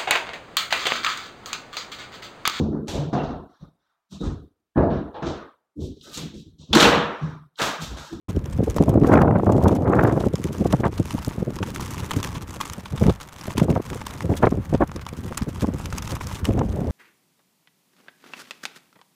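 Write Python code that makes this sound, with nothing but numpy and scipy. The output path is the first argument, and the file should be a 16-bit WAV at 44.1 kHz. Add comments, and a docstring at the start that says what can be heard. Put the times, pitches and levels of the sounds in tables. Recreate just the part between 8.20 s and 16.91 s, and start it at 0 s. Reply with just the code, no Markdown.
"""A stroller rolls over coarse, gritty asphalt, with a phone held low beside its front wheels.
Its hard tyres rustle, rumble and crush grit, surging with each stride, and snap over small stones.
Each tick sounds through the plastic wheels and frame, and now and then a caster (swivel wheel) knocks.
A gusty breeze buffets the microphone opening, louder and brighter as the air speeds up,
and the phone holds down the loudest peaks."""
import sys
import numpy as np
from scipy import signal
from scipy.fft import rfft, irfft
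from scipy.io import wavfile
from scipy.ndimage import uniform_filter1d, minimum_filter1d, map_coordinates

SR = 44100
rng = np.random.default_rng(int(sys.argv[2]) if len(sys.argv) > 2 else 0)


def output_pcm(signal):
    """Save a mono or channel-first signal as 16-bit PCM at the path in sys.argv[1].

    Samples are clipped to [-1, 1] before scaling.
    """
    pcm = np.clip(np.atleast_2d(signal).T, -1, 1) * 32767
    wavfile.write(sys.argv[1], SR, np.round(pcm).astype(np.int16))


N = 384111

# How much fine grit lies under the tyres: time_s, level_db
GRIT_LEVELS = [(0.08, -45.5), (0.3, -52), (0.57, -45.5), (0.75, -49), (0.86, -45.5), (1.0, -49),
               (1.06, -65.5), (1.2, -52), (1.35, -48), (1.54, -47), (1.63, -50.5), (1.82, -48), (2.35, -46),
               (2.7, -47.5), (3.05, -43), (3.27, -50), (3.45, -44), (3.7, -41), (4.0, -41), (4.25, -44),
               (4.7, -48), (4.82, -43.5), (5.1, -50.5), (5.35, -43), (5.6, -45), (5.7, -44.5), (5.78, -43),
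               (6.35, -48.5), (6.5, -47.5), (6.62, -53), (6.75, -48), (7.1, -47), (7.5, -48), (7.9, -37.5),
               (8.15, -41.5), (8.5, -52), (8.7, -50)]
# Walking pace: time_s, strides_per_s
WALKING_PACE = [(4.0, 2.0), (5.5, 2.44)]
# Clean patches of asphalt, where the crunch dips: middle_s, length_s
CLEAN_PATCHES = [(0.22, 0.021), (0.284, 0.014), (0.41, 0.022), (0.78, 0.026), (1.597, 0.037), (1.665, .025),
                 (2.112, 0.028), (2.494, 0.01), (2.634, 0.015), (2.698, 0.018), (3.28, 0.015),
                 (3.413, 0.011), (3.531, 0.0097), (3.59, 0.005), (3.884, 0.0092), (3.948, 0.0031),
                 (4.198, .018), (4.253, 0.02), (4.386, .016), (4.747, 0.011), (4.978, 0.019),
                 (5.111, 0.016), (5.349, 0.0088), (5.465, 0.02), (5.584, 0.028), (5.829, 0.022),
                 (6.076, 0.021), (6.41, 0.028), (6.489, 0.0065), (6.843, 0.04), (6.917, 0.017),
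                 (7.258, 0.013), (7.507, 0.013), (7.816, 0.022), (7.99, 0.029), (8.229, 0.026),
                 (8.359, .014)]
# How fast the wheels shake: time_s, beats_per_s
JUDDER_RATES = [(0.1, 15.8), (1.2, 16.2), (2.4, 15.21), (3.6, 16.15), (4.8, 16.52), (6.0, 16.01),
                (7.2, 16.47), (8.6, 16.6)]
# Tone of the tread rubbing the road: pitch_hz, level_db
TREAD_TONE = [(150, 3.5), (320, -5), (520, 2.5), (700, -1), (1000, 0.5), (1600, -3.5), (3000, -15.5),
              (6000, -25.5), (15000, -25.5)]
# Deep rumble of the tyres and of slow air: time_s, level_db
RUMBLE_LEVELS = [(0.15, -27.5), (0.55, -26), (1.15, -39), (2.1, -51), (2.5, -27.5), (3.0, -37.5),
                 (3.55, -35.5), (4.0, -31.5), (4.35, -41), (4.65, -44), (4.87, -15), (5.0, -52), (5.2, -52),
                 (5.45, -33), (5.85, -40.5), (6.2, -34), (6.55, -26), (6.75, -39.5), (7.0, -40),
                 (7.4, -30.5), (7.75, -30.5), (8.15, -32.5), (8.3, -24), (8.65, -25)]
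# Tone of that rumble: pitch_hz, level_db
RUMBLE_TONE = [(25, -23.5), (50, 1.5), (85, 6.5), (135, -2.5), (220, -7), (330, -34), (520, -18.5),
               (700, -52), (1500, -77)]
# Strength of the breeze at the microphone: time_s, level_db
BREEZE_LEVELS = [(0.08, -27), (0.35, -29), (0.55, -26), (0.8, -17), (1.0, -14), (1.22, -19), (1.42, -16.5),
                 (1.6, -19), (1.8, -17), (2.0, -21), (2.17, -31), (2.55, -22), (2.74, -31), (3.0, -32),
                 (3.85, -30), (4.0, -28), (4.5, -38), (5.15, -45), (5.36, -28), (5.54, -22), (5.63, -40),
                 (5.9, -38), (6.25, -25.5), (6.48, -38), (6.8, -37), (7.5, -33.5), (8.18, -35.5),
                 (8.3, -24), (8.5, -27), (8.7, -25.5)]
# Short, strong puffs of air (faster eddies sound brighter): peak_s, level_db, length_s, eddy_rate_hz
AIR_PUFFS = [(0.169, -16, 0.011, 398.7), (0.401, -8, 0.012, 456.4), (0.427, -14.5, 0.013, 418),
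             (0.479, -17, 0.01, 641), (0.569, -12, 0.0055, 847), (0.609, -7, 0.013, 559),
             (0.635, -17.5, 0.01, 760), (0.689, -11, 0.016, 673), (0.735, -14, 0.011, 901.5),
             (0.759, -6.5, 0.0085, 509.2), (0.78, -8.5, 0.0079, 559), (0.824, -5, 0.011, 516.5),
             (0.845, -14.5, 0.0068, 946), (0.899, -7, 0.0057, 1304), (0.955, -13, .004, 2087),
             (0.975, -12, 0.0075, 1843), (1.019, -12.5, 0.0089, 1659), (1.078, -13, 0.0052, 1409),
             (1.111, -12.5, 0.0036, 1182), (1.159, -15.5, 0.018, 1243), (1.199, -12, 0.0034, 1347),
             (1.271, -8.5, 0.0064, 946), (1.357, -10, 0.013, 599), (1.385, -14.5, 0.0077, 901),
             (1.443, -9, 0.0089, 603), (1.466, -10, 0.013, 1002), (1.522, -13.5, 0.024, 523.4),
             (1.679, -13, 0.018, 518.7), (1.85, -14.5, 0.0078, 999.4), (1.882, -15, .012, 1412),
             (1.93, -15, .014, 696.5), (1.9745, -9, 0.0054, 1000), (2.008, -18.5, 0.009, 941.6),
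             (2.04, -13.5, 0.0042, 939), (2.065, -13, 0.012, 678.5), (2.139, -14, 0.009, 474.6),
             (2.198, -21.5, 0.011, 545.3), (2.255, -13.5, 0.011, 380.8), (2.303, -25, 0.021, 478),
             (2.384, -19, .006, 500), (2.414, -13, 0.015, 449.6), (2.456, -13.5, 0.0097, 896),
             (2.539, -9, 0.0088, 994.7), (2.6, -17, 0.011, 552.3), (2.653, -14.5, 0.023, 1471),
             (2.802, -13, 0.014, 420), (2.947, -18.5, 0.013, 470), (3.079, -13, 0.0069, 682),
             (3.182, -21, 0.0082, 480.4), (3.206, -22, 0.0084, 477), (3.227, -17, 0.0073, 518),
             (3.284, -18.5, 0.019, 460), (3.419, -22, 0.019, 428), (3.968, -15.5, 0.0096, 559.8),
             (4.168, -22.5, 0.014, 251.6), (4.365, -34.5, .012, 901), (4.583, -29.5, 0.012, 845),
             (4.739, -22.5, 0.018, 487.7), (4.821, -8.5, .01, 760.4), (4.85, -19.5, 0.02, 601),
             (4.885, -7, 0.012, 758), (4.903, -17.5, 0.0085, 1096), (5.28, -20.5, .006, 740.6),
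             (5.384, -12, 0.0081, 302.8), (5.419, -7.5, 0.0072, 622.7), (5.443, -17, 0.015, 577),
             (5.486, -15.5, 0.0042, 802.5), (5.507, -11, 0.021, 600.5), (5.561, -12.5, .005, 1240),
             (5.571, -16.5, 0.0093, 767), (5.601, -21, 0.0045, 795), (5.72, -24, 0.015, 646.3),
             (5.757, -24.5, 0.0091, 651), (6.055, -18.5, 0.024, 530.8), (6.098, -9, 0.0068, 648),
             (6.125, -15, 0.022, 678), (6.238, -8, .012, 1495), (6.27, -12.5, .012, 1285),
             (6.325, -15.5, 0.0063, 854), (6.346, -19.5, 0.014, 602), (6.382, -13, 0.0078, 464.6),
             (6.526, -15, 0.0049, 597.8), (6.544, -11.5, 0.012, 624.5), (6.607, -10, 0.0042, 901.4),
             (6.623, -11, 0.015, 1342), (6.76, -24, .014, 449), (6.931, -26, 0.0097, 516.6),
             (6.99, -25, 0.018, 280.4), (7.048, -27, .022, 483.7), (7.115, -28, 0.014, 639),
             (7.22, -15, .012, 218), (7.281, -22, 0.015, 493.2), (7.43, -15, 0.009, 449.8),
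             (7.445, -17, 0.0064, 1102), (7.484, -18, 0.018, 578), (7.546, -23, 0.015, 580.4),
             (7.924, -25, 0.022, 690.7), (8.294, -13, 0.022, 558), (8.414, -14, 0.0051, 1198)]
# Long gusts that swell into a rasp: peak_s, level_db, length_s, eddy_rate_hz
LONG_GUSTS = [(0.945, -10, 0.075, 1451), (1.06, -15, 0.071, 951.3), (1.295, -12, 0.0454, 901.8),
              (1.48, -13.5, 0.085, 831.8), (1.68, -16, 0.048, 1250), (1.795, -12.5, .115, 1418),
              (8.39, -20, .08, 701.6), (8.62, -24, 0.14, 720)]
# Larger stones under a wheel: peak_s, level_db, length_s, hardness_db_per_octave, ring_hz
BIG_STONES = [(0.093, -39.5, 0.0099, 0, 2250), (0.258, -33, 0.0017, -3, 5700),
              (0.33, -37.5, 0.0089, -2, 8000), (0.44, -36.5, 0.0094, 2.5, 1600),
              (0.5, -33.5, 0.0022, 4.5, 6750), (0.508, -38, .002, 6, 6750), (0.566, -40, 0.012, 8, 5200),
              (0.584, -30, 0.0032, -7, 5700), (0.625, -30.5, 0.003, -0.5, 9100),
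              (0.694, -33.5, 0.0053, 6.5, 3080), (0.89, -38.5, 0.0027, 3, 5540),
              (0.94, -30, 0.0024, 4, 5030), (1.019, -32.5, 0.0017, 5.5, 4836),
              (1.322, -35.5, 0.006, 1, 7540), (1.439, -39, 0.0021, 7, 4977),
              (1.482, -27.5, 0.0046, 2.5, 3564), (1.552, -40, 0.0064, 6, 5530),
              (1.838, -42.5, 0.0019, 13.5, 3065), (1.882, -43, 0.0017, -6, 3990),
              (2.005, -31.5, 0.0065, -1, 3517), (2.156, -24, 0.0017, 0, 4964),
              (2.241, -20.5, 0.0019, 2.5, 2097), (2.329, -39, 0.0062, 5, 4590),
              (2.526, -18.5, 0.0034, 0, 3670), (2.667, -32, 0.0017, -3, 3616),
              (2.78, -34, 0.0088, -1.5, 4200), (2.856, -25, 0.0013, 0, 2400),
              (2.908, -24.5, 0.0033, -1.7, 2400), (2.941, -38, .0018, 6, 4463),
              (2.982, -34.5, .002, -7, 5987), (3.048, -25.5, 0.0022, 1.5, 4680),
              (3.064, -38, 0.0064, 4, 7004), (3.082, -34, 0.0017, 6.5, 9730),
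              (3.099, -41, 0.0028, 0.5, 6500), (3.388, -29, 0.0019, -2.5, 4984),
              (3.43, -27.5, 0.0064, -6, 3030), (3.504, -30, 0.0021, 1, 3964),
              (3.561, -22, 0.0025, -0.5, 3636), (3.597, -34, 0.0018, -7, 4970),
              (3.611, -27, 0.0035, 1, 3520), (3.708, -33, 0.0039, 5.5, 7150), (3.909, -20, .002, 0, 1997),
              (3.915, -19.5, 0.0033, -1.5, 3527), (3.935, -26, 0.0025, 1.5, 2767),
              (3.966, -37, 0.013, 6.5, 6455), (4.03, -20, 0.003, 0.5, 3480), (4.041, -22, 0.0015, -1, 5000),
              (4.047, -20, 0.002, 1, 1945), (4.074, -32, 0.0017, 1, 5500), (4.09, -31, 0.0019, -3, 4520),
              (4.156, -34.5, 0.022, -3.5, 3440), (4.308, -32.5, 0.0038, 0.5, 7620),
              (4.361, -33, .002, 0, 4020), (4.404, -32.5, 0.0051, -5, 1099), (4.4128, -19, 0.0023, 1, 3400),
              (4.455, -34, 0.012, -1, 7010), (4.499, -23.5, 0.0017, -0.5, 6260),
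              (4.5347, -23.5, 0.0015, 3, 6620), (4.658, -32, 0.0076, -3, 3604),
              (4.779, -33, 0.01, -3, 3606), (4.798, -30, .002, 2, 4496), (4.839, -30, 0.0031, -5, 2000),
              (4.867, -25.5, 0.0018, -2, 5340), (4.897, -29.5, 0.0072, -3, 3676),
              (5.002, -31, 0.0023, -2, 3500), (5.015, -33, 0.0065, -1, 4070),
              (5.031, -32, 0.0027, 0.5, 4080), (5.212, -31.5, 0.0042, -0.5, 5160),
              (5.257, -29.5, 0.0028, -5, 3184), (5.27, -30, 0.002, 2, 11990),
              (5.372, -30, 0.0036, -4, 2610), (5.3803, -18.5, 0.0052, 0, 3030),
              (5.399, -25, .006, -2, 2611), (5.502, -30.5, 0.0036, -2, 2650), (5.555, -33, .0015, -4, 5992),
              (5.732, -34, .005, -5, 2904), (5.759, -42.5, 0.0052, 5, 6520),
              (5.815, -30.5, 0.0034, -2.5, 2429), (5.868, -19.5, 0.0027, 0.5, 996),
              (6.007, -25.5, 0.0023, -3, 2192), (6.025, -34.5, 0.0044, 1, 4520),
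              (6.171, -32, 0.015, 2.5, 3474), (6.231, -34, 0.0019, -11.5, 5030),
              (6.255, -31, .002, -10, 3764), (6.54, -30, 0.002, -5, 8044),
              (6.549, -27.5, 0.0028, -5.5, 3235), (6.676, -41, 0.003, 6, 5497),
              (6.717, -33, .002, -4.5, 4977), (6.762, -27.5, 0.0031, -1.5, 5300),
              (6.816, -37.5, 0.0086, -2, 4490), (6.866, -26, 0.0021, -3.5, 3550),
              (6.889, -27, 0.0031, 1, 2410), (7.147, -35, 0.0021, -1, 6055), (7.177, -25, 0.0026, 3, 2050),
              (7.175, -21.5, 0.0057, 2.5, 8030), (7.221, -30, 0.0022, -3.5, 5010),
              (7.359, -32.5, 0.0028, -3, 1200), (7.409, -25, 0.0024, -1, 4200),
              (7.421, -30, .012, 0.5, 1595), (7.658, -23, 0.0022, -1, 4620), (7.704, -34, 0.0018, 0, 5010),
              (7.727, -24.5, 0.003, -2.5, 1370), (7.751, -35, .002, -1, 3990),
              (7.783, -19.5, 0.0023, 2, 5170), (7.824, -27, 0.0048, 0, 5220),
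              (7.876, -22.5, 0.0022, -1.5, 6380), (7.908, -29, 0.0046, 0, 4330),
              (7.919, -26, 0.003, 1, 4426), (8.011, -31.5, 0.0061, -5, 2300), (8.071, -28, .002, 4, 4970),
              (8.115, -36, 0.0028, -6, 5040), (8.128, -34, 0.0021, 3, 5480),
              (8.246, -26.5, 0.003, -2, 1240), (8.2536, -19.5, 0.0045, -0.5, 2892),
              (8.392, -29, 0.004, -5.5, 6760)]
# Tone that the wheels and frame give each tick: pitch_hz, level_db
WHEEL_TONE = [(100, 2.5), (520, -11), (740, -7), (880, 2.5), (1200, 1.5), (1550, -5), (2000, -5.5),
              (3500, -7.5), (4300, -11.5), (6300, -8.5), (8200, -12.5), (12000, -17.5), (15300, -21)]
# Jolts that knock a caster in its fork: start_s, level_db, pitch_ratio
CASTER_JOLTS = [(3.4279, -22, 1.14), (3.5605, -32, 1.1), (3.9128, -20, 1.02), (4.0293, -25, 1.02),
                (4.4108, -14, 1.0), (5.8675, -27, 0.94), (6.866, -37, 1.02), (7.727, -27, 1.14),
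                (8.246, -25, 1.02)]
# Notes a caster rings with, and their time to fade by 60 dB: pitch_hz, level_db, fade_s
CASTER_NOTES = [(1073, -13.5, 0.029), (1199.3, -1, 0.02), (2390, -19, 0.051), (3440, -9, 0.0054)]


def undb(db):
    """Turn decibels into a gain."""
    return 10 ** (np.asarray(db) / 20)


def curves(table):
    """Join the rows of a table into one curve per column; the first column is the time."""
    times, *columns = np.transpose(table)
    return [np.interp(np.arange(N) / SR, times, column) for column in columns]


def wander(rate_hz):
    """A random curve, about 1 in size, that changes rate_hz times a second."""
    points = rng.standard_normal(N // 8)
    curve = np.interp(np.arange(N) * rate_hz / SR, np.arange(len(points)), points)
    return curve / np.sqrt(np.mean(curve ** 2))


def steady(noise, span_s):
    """Even out a noise so that each stretch of span_s has a strength of about 1."""
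    span = max(int(span_s * SR), 2)
    power = uniform_filter1d(uniform_filter1d(noise ** 2, span), span)
    return noise / np.sqrt(np.abs(power) + 1e-9)


def burst(peak_s, length_s, lean):
    """Sample numbers and outline of one swell; with lean above 0 it rises faster than it falls."""
    i = np.arange(max(int((peak_s - 2 * length_s) * SR), 0), min(int((peak_s + 3 * length_s) * SR), N))
    t = (i / SR - peak_s) / length_s
    return i, np.exp2(-2 * (t / (1 + lean * np.tanh(2 * t))) ** 2)


def moments(per_s):
    """Sample numbers of loosely spaced events, with three random numbers for each."""
    draws = rng.standard_normal((1024, 4))
    times = (np.arange(len(draws)) + .5 + .5 * draws[:, 0]) / per_s
    inside = (times > 0) & (times < N / SR)
    return (times[inside] * SR).astype(int), draws[inside, 1:].T


def with_tone(sound, tone, size=1024):
    """Filter a sound with the shortest ring that has the tone in a table."""
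    hz, db = np.transpose(tone)
    gains = undb(np.interp(np.log(np.fft.rfftfreq(size, 1 / SR) + 1), np.log(hz), db))
    cepstrum = irfft(np.log(gains))
    cepstrum[1:size // 2] *= 2  # folding this in half puts the ring after the hit, never before
    cepstrum[size // 2 + 1:] = 0
    ring = irfft(np.exp(rfft(cepstrum)))
    return signal.fftconvolve(sound, ring / np.linalg.norm(ring))[:N]


def crunch_level():
    """Crunch level in dB: it follows the grit, dips on clean patches and swells with each stride."""
    first_stride_s, stride_db, dip_db = 0.44, 1, -9
    db, = curves(GRIT_LEVELS)
    pace, = curves(WALKING_PACE)
    strides = np.cumsum(pace) / SR - first_stride_s * pace[0]
    for middle_s, length_s in CLEAN_PATCHES:
        i, outline = burst(middle_s, length_s, lean=0)
        db[i] += dip_db * outline
    return db + stride_db * np.cos(2 * np.pi * strides)


def judder(depth_db=2):
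    """Shaking wheels press and ease: the load, from -1 to 1, and the dB it adds to the crunch."""
    rate, = curves(JUDDER_RATES)
    load = np.cos(2 * np.pi * np.cumsum(rate) / SR)
    return load, depth_db * load


def cracks(per_s, spread_db, crumble_s):
    """Grains break at random moments with unequal force, each in a tiny burst of noise."""
    breaks = rng.random(N) < per_s / SR
    energy = breaks * undb(spread_db * rng.standard_normal(N)) ** 2
    decay = np.exp(-2 / (crumble_s * SR))
    outline = np.sqrt(signal.filtfilt([1 - decay], [1, -decay], energy + 1e-12, padlen=0))
    return outline * rng.standard_normal(N)


def harden(force, db_per_octave, flicker_db):
    """Hard grains tick more sharply: tilt the tone around 4 kHz and let each octave flicker."""
    octaves = np.arange(-3, 3)
    place = np.log2((np.fft.rfftfreq(N, 1 / SR) + 1) / 4000)
    spectrum = rfft(force)
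    out = np.zeros(N)
    for octave in octaves:
        band = irfft(spectrum * np.interp(place, octaves, octaves == octave), N)
        out += band * undb(db_per_octave * octave + flicker_db * wander(180))
    return out


def grit(clump_db=4.5, patchy_db=2.04):
    """Fine grit crackles in clumps, denser where it lies thick, louder and sharper at each shake."""
    crunch_db = crunch_level()
    load, judder_db = judder()
    grains_per_s = 420 * undb(1.5 * (crunch_db - crunch_db.mean()))
    grains = cracks(grains_per_s, spread_db=3.5, crumble_s=0.00081)
    crackle = steady(grains * undb(clump_db * wander(110)), span_s=.05)
    db = crunch_db - 1 + judder_db + patchy_db * wander(14)
    return harden(crackle * undb(db), db_per_octave=-0.068 + 0.51 * load, flicker_db=1.6)


def frame(force, scatter_db, fade_s, cutoff_hz):
    """Each tick sounds through the wheel, with a short, duller scatter off road, basket and frame."""
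    fade = undb(-60 * np.arange(4096) / SR / fade_s) ** 2
    energy = np.abs(signal.fftconvolve(force ** 2, fade / fade.sum())[:N])
    scatter = np.sqrt(energy) * rng.standard_normal(N)
    dull_scatter = signal.lfilter(*signal.butter(2, cutoff_hz, fs=SR), scatter)
    return with_tone(force + undb(scatter_db) * dull_scatter, WHEEL_TONE)


def tread_rustle(level_db=-47.5, follow=0.25):
    """The tread rubs the asphalt with a soft rustle that only partly follows the crunch."""
    crunch_db = crunch_level()
    rub = with_tone(rng.standard_normal(N), TREAD_TONE)
    return rub * undb(level_db + follow * (crunch_db - crunch_db.mean()) + 2 * wander(40))


def rumble(thump_db=-16.5, lowest_hz=39):
    """Tyres drum on the rough road, slow air rolls past the phone and strong puffs thump it."""
    db, = curves(RUMBLE_LEVELS)
    puff_strength, _ = swells(AIR_PUFFS)
    strength = np.hypot(undb(db), undb(thump_db) * puff_strength)
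    drumming = with_tone(rng.standard_normal(N), RUMBLE_TONE, size=4096)
    uneven = steady(drumming * undb(6.9 * wander(60)), span_s=0.095)
    return signal.sosfilt(signal.butter(3, lowest_hz, "high", fs=SR, output="sos"), uneven * strength)


def swells(table):
    """Blend puffs or gusts into one strength and one eddy rate, led by the strongest."""
    power = np.full(N, 1e-14)
    weighted_hz = power * table[0][3]
    for peak_s, db, length_s, eddy_hz in table:
        i, outline = burst(peak_s, length_s, lean=0.1162)
        share = (undb(db) * outline) ** 2
        power[i] += share
        weighted_hz[i] += share * eddy_hz
    return np.sqrt(power), weighted_hz / power


def eddy_rate(db, calm_hz=230.1, gust_hz=1902):
    """Eddies are little whirls of air; the stronger the wind, the faster they pass."""
    return calm_hz + gust_hz * undb(db) ** .72


def eddies(gain, eddy_hz, bass_tilt, steepness, swirl_db, swirl_pitch, span_s):
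    """A pattern of eddies drifts past the microphone; faster air plays the same pattern higher."""
    pattern_hz = 1000
    ratio = np.fft.rfftfreq(N, 1 / SR) / pattern_hz
    # big eddies break into weaker small ones, and the smallest die out
    falloff = np.sqrt((1 + (ratio * bass_tilt) ** 2) * (1 + ratio ** steepness))
    pattern = irfft(rfft(rng.standard_normal(N)) / falloff, N)
    swirl = wander(170)
    travel = np.cumsum(eddy_hz * np.exp(swirl_pitch * swirl) / pattern_hz)
    pressure = map_coordinates(pattern, [travel % (N - 1)], order=3, mode="nearest")
    return gain * steady(pressure * undb(swirl_db * swirl), span_s)


def small_puffs(breeze_db):
    """Random rows like AIR_PUFFS that take their strength and brightness from the breeze."""
    i, (strength, length, speed) = moments(per_s=18)
    db = breeze_db[i] - 3 + 2 * strength
    length_s = .01 * np.exp(.3 * length)
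    eddy_hz = eddy_rate(breeze_db[i]) * 1.15 * np.exp(.12 * speed)
    return list(zip(i / SR, db, length_s, eddy_hz))


def wind(lowest_hz=89, hoot_hz=517, hoot_db=-19.5):
    """Moving air hits the microphone opening, which hoots faintly and lets little deep bass in."""
    db, = curves(BREEZE_LEVELS)
    breeze = eddies(undb(db - 1.5), eddy_rate(db), bass_tilt=6.0, steepness=12.0,
                    swirl_db=3.0, swirl_pitch=.15, span_s=0.073)
    gusts = eddies(*swells(LONG_GUSTS), bass_tilt=6.7, steepness=8.9,
                   swirl_db=3.5, swirl_pitch=.11, span_s=0.024)
    puffs = eddies(*swells(AIR_PUFFS + small_puffs(db)), bass_tilt=7.3, steepness=7.05,
                   swirl_db=6.5, swirl_pitch=.1, span_s=0.0073)
    air = breeze + gusts + undb(2.0) * puffs
    hoot = signal.lfilter(*signal.iirpeak(hoot_hz, Q=6, fs=SR), air)
    bass_cut = signal.butter(3, lowest_hz, "high", fs=SR, output="sos")
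    return signal.sosfilt(bass_cut, air + undb(hoot_db) * hoot)


def small_stones():
    """Random rows like BIG_STONES, louder where the grit is thick and the tyres press hard."""
    i, (strength, length, brightness) = moments(per_s=10)
    brightness = np.maximum(brightness, -1)  # never as dull as a knock
    _, judder_db = judder()
    db = (crunch_level() + judder_db)[i] + 7.5 + 2 * strength
    length_s = 0.0013 * np.exp(0.13 * length)
    hardness = -3.0 + 5.5 * brightness
    ring_hz = 3750 * np.exp(.5 * brightness)
    return list(zip(i / SR, db, length_s, hardness, ring_hz))


def stones(ring_db=2.5, ring_width=0.2, size=4096):
    """Each stone gives a tight, ragged burst of cracks, coloured by its own brief ring."""
    out = np.zeros(N + size)
    crumbs = steady(cracks(per_s=4000, spread_db=5, crumble_s=.0004), span_s=.0015)
    hz = np.fft.rfftfreq(2 * size, 1 / SR) + 1
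    octave = np.clip(np.log2(hz / 4000), -3, 2)
    for peak_s, db, length_s, hardness, ring_hz in BIG_STONES + small_stones():
        i, outline = burst(peak_s, length_s, lean=0.54)
        outline = .62 * outline + .75 * outline ** 6  # the break is a sharp core inside the crunch
        ring = undb(ring_db) / (1 + 1j * (hz / ring_hz - ring_hz / hz) / ring_width)
        tone = undb(db - 5.5 + hardness * octave) * (1 + ring)
        out[i[0]:i[0] + size] += irfft(rfft(crumbs[i] * outline, 2 * size) * tone)[:size]
    return out[:N]


def caster_knocks(contact_s=0.0005):
    """A jolt sets the caster's few notes ringing, a little higher or lower each time."""
    out = np.zeros(N)
    t = np.arange(4096) / SR
    attack = 1 - np.exp(-t / contact_s)
    note_hz, note_db, fade_s = np.transpose(CASTER_NOTES)[:, :, None]
    for start_s, db, pitch_ratio in CASTER_JOLTS:
        detune, strength = rng.standard_normal((2, len(CASTER_NOTES), 1))
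        hz = note_hz * pitch_ratio * (1 + 0.014 * detune)
        notes = undb(note_db + 1.336 * strength - 60 * t / fade_s) * np.sin(2 * np.pi * hz * t)
        start = int(start_s * SR)
        out[start:start + len(t)] += undb(db) * notes.sum(axis=0) * attack
    return out


def scene(start_s=0.0857, rise_s=0.0071):
    """Stroller and wind come in together after a moment of quiet."""
    fade_in = np.clip((np.arange(N) / SR - start_s) / rise_s + .5, undb(-68.5), 1)
    air_and_tyres = wind() + rumble() + tread_rustle()
    crunch = frame(grit() + stones(), scatter_db=-11.0, fade_s=0.12, cutoff_hz=4200)
    return (fade_in * (air_and_tyres + crunch + caster_knocks()))[None]


def record(dry):
    """The phone briefly turns down the loudest peaks and cuts the highest treble."""
    ceiling, hold_samples, top_hz = .7, 61, 15350
    needed_gain = ceiling / np.maximum(np.abs(dry), ceiling)
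    gain = uniform_filter1d(minimum_filter1d(needed_gain, hold_samples), hold_samples)
    return signal.sosfilt(signal.ellip(8, .2, 80, top_hz, fs=SR, output="sos"), dry * gain)


dry = scene()
out = record(dry)
output_pcm(out)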